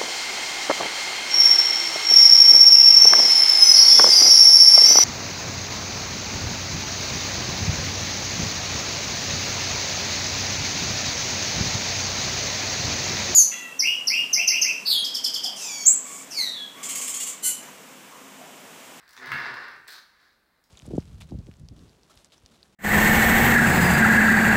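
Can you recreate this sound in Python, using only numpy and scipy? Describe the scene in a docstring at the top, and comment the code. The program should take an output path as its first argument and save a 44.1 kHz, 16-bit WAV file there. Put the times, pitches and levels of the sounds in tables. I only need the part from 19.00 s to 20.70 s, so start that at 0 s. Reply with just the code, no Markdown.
"""A gritty scrape swells as a heavy object is dragged over the floor of a bare room.
Stick-slip friction excites its modes: it rumbles, bumps sharply and rings, then slides to rest.
A bright scuff follows, crushing grit. Throughout, a wood fire hisses and ticks behind glass doors.
Reflections from the room prolong the scrapes, cracks and ticks."""
import sys
import numpy as np
from scipy import signal
from scipy.io import wavfile
from scipy.ndimage import uniform_filter1d

SR = 44100
rng = np.random.default_rng(int(sys.argv[2]) if len(sys.argv) > 2 else 0)


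def generate_wav(sig):
    """Save sig (samples, or channels by samples) to the path in sys.argv[1] as 16-bit PCM at SR."""
    pcm = np.round(np.clip(np.atleast_2d(sig).T, -1, 1) * 32767).astype(np.int16)
    wavfile.write(sys.argv[1], SR, pcm)


N = 74970

# pressure of the drag (time [s], level [dB])
DRAG_ENVELOPE = [(0, -57.5), (.07, -61.5), (.165, -55), (.219, -45.5), (.228, -41), (.305, -40.5),
                 (.36, -34.5), (.47, -35.5), (.55, -42.5), (.62, -40), (.70, -45), (.755, -51), (.775, -69),
                 (.86, -74), (1.14, -66.5), (1.24, -64), (1.4, -79.5), (1.58, -73), (1.7, -95)]
# spectrum of the slips (frequency [Hz], gain [dB])
DRAG_SPECTRUM = [(50, -19), (130, -21.5), (370, -12), (650, -11), (950, -4.5), (1300, -1.5), (1750, 2),
                 (2150, -4.5), (2450, -10), (3100, -18), (3900, -13), (5000, -15.5), (6500, -32.5),
                 (10000, -43), (16000, -46.5)]
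# catches on the floor (time [s], level [dB])
CATCHES = [(.224, -37), (.465, -34), (.581, -40), (.613, -47), (.638, -49), (.7595, -52), (.8695, -42),
           (.8855, -38.5)]
# object's modes (frequency [Hz], dragged level [dB], bumped level [dB], t60 [s])
BODY_MODES = [(935, -11.5, -9, 0.91), (1104, -15, -16, 0.13), (1301, -15.5, -12, .4), (1448, -6, -29, 0.98),
              (1553, 2, -3, .7), (1652, -3.5, 2, 0.67), (1695, 2, 8, .6), (1836, -5.5, 0.5, 1),
              (2046, -2, -3, 0.8), (2138, -18.5, 5.5, 0.64), (2185, -4, 6, 0.29), (2195, -12, 5.5, .6),
              (2712, -25, -1.5, 1)]
# low panel modes (frequency [Hz], dragged level [dB], bumped level [dB], t60 [s])
PANEL_MODES = [(91, -27, 3, .3), (128.2, -5.5, -28, 0.56), (149.9, -13, 1, 0.4), (222.7, -40, 3, 0.53),
               (258.4, -2, 6.5, 0.27), (377.2, 2, -24, 0.27), (480, -12, -32, .35)]
# blows of the bump (time [s], level [dB], extra crack gain [dB])
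BLOWS = [(0.3045, -15, -8), (0.3185, 0.5, 1.5), (0.3229, -13.5, 1), (.341, -15.5, 1)]
# spectrum of the crack (frequency [Hz], gain [dB])
CRACK_SPECTRUM = [(25, -37), (45, -12), (90, -8), (300, -3), (700, -4.5), (1700, 8), (2600, 1), (4200, 1),
                  (6000, -14.5), (10000, -18.5), (16000, -19.5)]
# judder driving the panel (time [s], level [dB])
RUMBLE_ENVELOPE = [(0, -90), (.17, -90), (.24, -71), (.30, -52), (.38, -54), (.5, -64), (.58, -90),
                   (.67, -65), (.73, -72), (1, -100)]
# drone of the sliding object (time [s], level [dB])
DRONE_ENVELOPE = [(.15, -82), (.25, -79), (.29, -56), (.37, -55.5), (.43, -61), (.5, -65), (.6, -63),
                  (.7, -86), (.76, -79), (.84, -72), (.865, -87)]
# spectrum of the drone (frequency [Hz], gain [dB])
DRONE_SPECTRUM = [(30, -54), (70, -11), (95, -5), (125, 5), (150, 5.5), (200, -22), (400, -53), (1000, -67)]
# knocks as motion begins (time [s], level [dB])
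KNOCKS = [(.1662, -31), (.1768, -30.5), (.2735, -32)]
# spectrum of the knocks (frequency [Hz], gain [dB])
KNOCK_SPECTRUM = [(50, -38), (150, -18), (300, -7), (700, -4.5), (1400, 9.5), (2700, -5), (3900, 5.5),
                  (4800, -4), (8000, -11.5), (16000, -23)]
# shudders of the panel (time [s], level [dB], duration [s])
SHUDDERS = [(0.175, -53, 0.12), (.46, -52.5, 0.1)]
# modes that shudder (frequency [Hz], gain [dB])
SHUDDER_MODES = [(254, -1), (376, -0.5), (495, -9.5)]
# pressure of the scuff (time [s], level [dB])
SCUFF_ENVELOPE = [(.868, -71), (.881, -45.5), (.9, -46.5), (.94, -45.5), (.99, -49.5), (1.005, -58),
                  (1.07, -73), (1.13, -72), (1.25, -63.5), (1.33, -70.5), (1.45, -84), (1.7, -91)]
# spectrum of the scuff (frequency [Hz], gain [dB])
SCUFF_SPECTRUM = [(100, -31), (350, -14.5), (850, -8.5), (1200, -1), (1700, 1.5), (2200, -6.5), (2900, -12),
                  (3900, 0.5), (4800, -2), (6200, -12), (8000, -19), (11000, -21), (16000, -19.5)]
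# crushing of grit (time [s], level [dB])
GRIT_ENVELOPE = [(.875, -75), (.8783, -43.5), (.892, -56), (.93, -52), (.97, -71), (1.0, -72), (1.08, -95)]
# spectrum of the grit (frequency [Hz], gain [dB])
GRIT_SPECTRUM = [(100, -34), (500, -20), (4000, 8), (6500, -1.5), (8000, 11), (9500, -0.5), (12000, 1.5),
                 (15500, 5.5)]
# ticks of the logs (time [s], level [dB])
TICKS = [(.079, -46), (.092, -42), (.108, -42.5), (.129, -44), (.133, -37), (.2595, -35.5), (.542, -41),
         (.556, -51), (.683, -44), (.762, -51), (.909, -37), (1.640, -50.5), (1.6435, -57.5)]
# spectrum of the ticks (frequency [Hz], gain [dB])
TICK_SPECTRUM = [(300, -46), (1500, -20), (3000, 5.5), (4700, 12), (8000, 0), (11000, -1.5), (16000, 2.5)]
# fire and room background (frequency [Hz], gain [dB])
HISS_SPECTRUM = [(15, -22), (28, 15.5), (45, -5), (70, -2), (110, -22), (160, -10.5), (250, -9.5),
                 (550, -13.5), (1660, -13.5), (3090, -24.5), (4040, -17), (5880, -30), (15500, -28)]
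# reverberation time (frequency [Hz], t60 [s])
ROOM_T60 = [(100, 0.8), (500, 0.62), (1600, .7), (4000, 0.58), (8000, 0.52), (16000, 0.49)]


def drag(ring_db=-6):
    """Stick-slip friction: slips and harder catches force the object's modes into vibration."""
    slips = friction(slips_per_s=700, spread_db=2.5, rub=0.43) * envelope(DRAG_ENVELOPE)
    force = slips + snaps(CATCHES, fade_s=0.0018)
    scrape = room(colour(force, DRAG_SPECTRUM), wet_db=-1)
    return scrape + amp(ring_db) * convolve(force, ring(BODY_MODES, bumped=False))


def bump(ring_db=-41.5, boom_db=-48.5, crack_db=-19.5, boom_rise_s=0.016):
    """Impact excitation: each blow cracks, then leaves body and panel in free vibration."""
    out = np.zeros(N)
    rise = 1 - np.exp(-np.arange(SR) / SR / boom_rise_s)
    for s, db, _ in BLOWS:
        body = amp(db + ring_db) * ring(BODY_MODES, bumped=True)
        boom = amp(db + boom_db) * rise * ring(PANEL_MODES, bumped=True)
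        add(out, s, body + boom)
    cracks = snaps([(s, crack_db + db + extra_db) for s, db, extra_db in BLOWS], fade_s=0.0012)
    return out + room(colour(cracks, CRACK_SPECTRUM), wet_db=2.5)


def rumble():
    """Forced vibration: the drag's judder drives the low panel modes over a deep drone."""
    judder = rng.standard_normal(N) * envelope(RUMBLE_ENVELOPE)
    panel = convolve(judder, ring(PANEL_MODES, bumped=False))
    drone = unit(colour(rng.standard_normal(N), DRONE_SPECTRUM))
    return panel + drone * envelope(DRONE_ENVELOPE)


def knocks():
    """Brief contacts radiate broadband transients as the object takes up the push."""
    return room(colour(snaps(KNOCKS, fade_s=0.0011), KNOCK_SPECTRUM), wet_db=3)


def shudder(pitch_spread=0.016):
    """Stick-slip oscillation briefly sustains the panel's hollow modes, which waver in pitch."""
    out = np.zeros(N)
    for s, db, duration in SHUDDERS:
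        swell = np.sin(np.pi * np.arange(0, 1, 1 / (duration * SR)))
        for hz, mode_db in SHUDDER_MODES:
            waver = unit(uniform_filter1d(rng.standard_normal(N), size=600))[:len(swell)]
            phase = 2 * np.pi * np.cumsum(hz * (1 + pitch_spread * waver)) / SR
            add(out, s, amp(db + mode_db) * swell * np.sin(phase))
    return out


def scuff():
    """Friction and fracture: something scuffs the floor, crushing grit as it lands."""
    slips = friction(slips_per_s=1400, spread_db=2.8, rub=0.54) * envelope(SCUFF_ENVELOPE)
    scrape = colour(slips, SCUFF_SPECTRUM)
    fractures = friction(slips_per_s=720, spread_db=2.5, rub=0.33) * envelope(GRIT_ENVELOPE)
    grit = colour(fractures, GRIT_SPECTRUM)
    return room(scrape, wet_db=-4.5) + room(grit, wet_db=-16)


def fire(hiss_db=-69):
    """Combustion noise: a faint steady hiss with impulsive ticks from the logs."""
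    hiss = amp(hiss_db) * unit(colour(rng.standard_normal(N), HISS_SPECTRUM))
    ticks = colour(snaps(TICKS, fade_s=0.0012), TICK_SPECTRUM)
    return hiss + room(ticks, wet_db=1.5)


def room(x, wet_db, echoes_per_s=4000, gap_s=0.003, size=256):
    """Reverberation: sparse reflections decay exponentially, each band at its own rate."""
    t = np.arange(SR) / SR
    echoes = rng.choice([-1., 1.], SR) * (rng.random(SR) < echoes_per_s / SR) * (t > gap_s)
    hz, when, bands = signal.stft(echoes, SR, nperseg=size)
    decay = amp(-60 * when / at_frequency(ROOM_T60, hz)[:, None])
    tail = signal.istft(bands * decay, SR, nperseg=size)[1]
    return (x + amp(wet_db) * convolve(x, tail)) / np.hypot(1, amp(wet_db))


def friction(slips_per_s, spread_db, rub):
    """Shot noise of uneven slips, plus smooth rubbing noise at rub times their rms."""
    sizes = amp(spread_db * np.minimum(rng.exponential(1, N), 3))
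    slips = sizes * rng.choice([-1, 1], N) * (rng.random(N) < slips_per_s / SR)
    return unit(unit(slips) + rub * rng.standard_normal(N))


def ring(modes, bumped):
    """Modal superposition: damped sines, weighted for a bump or a drag."""
    t = np.arange(SR) / SR
    return sum(amp((bump_db if bumped else drag_db) - 60 * t / t60)
               * np.sin(2 * np.pi * (hz * t + rng.random()))
               for hz, drag_db, bump_db, t60 in modes)


def snaps(events, fade_s, size=1024):
    """Fracture transients: one exponentially decaying noise burst per event."""
    out = np.zeros(N)
    fade = np.exp(-np.arange(size) / SR / fade_s)
    for s, db in events:
        burst = rng.standard_normal(size) * fade
        add(out, s, amp(db) * burst * np.linalg.norm(fade) / np.linalg.norm(burst))
    return out


def colour(x, spectrum, size=4096):
    """Minimum-phase filter: the Hilbert transform derives phase from log gain."""
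    hz = abs(np.fft.fftfreq(size, 1 / SR))
    log_gain = np.log(amp(at_frequency(spectrum, hz)))
    transfer = np.exp(np.conj(signal.hilbert(log_gain)))
    return convolve(x, np.fft.ifft(transfer).real[:size // 2])


def convolve(x, response):
    """Convolution with an impulse response scaled to unit energy."""
    return signal.fftconvolve(x, response / np.linalg.norm(response))[:N]


def amp(db):
    """Amplitude ratio from decibels."""
    return 10 ** (np.asarray(db) / 20)


def unit(x):
    """Normalisation to unit rms."""
    return x / np.sqrt(np.mean(x ** 2) + 1e-20)


def at_frequency(points, hz):
    """Interpolation on a log-frequency axis."""
    f, value = np.transpose(points)
    return np.interp(np.log(hz + 1), np.log(f), value)


def envelope(points):
    """Amplitude at every sample, interpolated in decibels."""
    return amp(np.interp(np.arange(N) / SR, *np.transpose(points)))


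def add(mix, s, sound):
    """Superposition of a sound starting at s seconds."""
    part = mix[round(s * SR):][:len(sound)]
    part += sound[:len(part)]


def scene():
    """Linear superposition: all sources sum at one microphone."""
    return (drag() + knocks() + shudder() + rumble() + bump() + scuff() + fire())[None]


def record(dry, low_cut_hz=60, high_cut_hz=15900):
    """Band limiting: the small microphone rolls off the bass, the recorder the highest treble."""
    highpass = signal.butter(2, low_cut_hz, "highpass", fs=SR, output="sos")
    lowpass = signal.firwin(511, high_cut_hz, window=("kaiser", 9), fs=SR)
    return signal.oaconvolve(signal.sosfilt(highpass, dry), lowpass[None], "same")


dry = scene()
out = record(dry)
generate_wav(out)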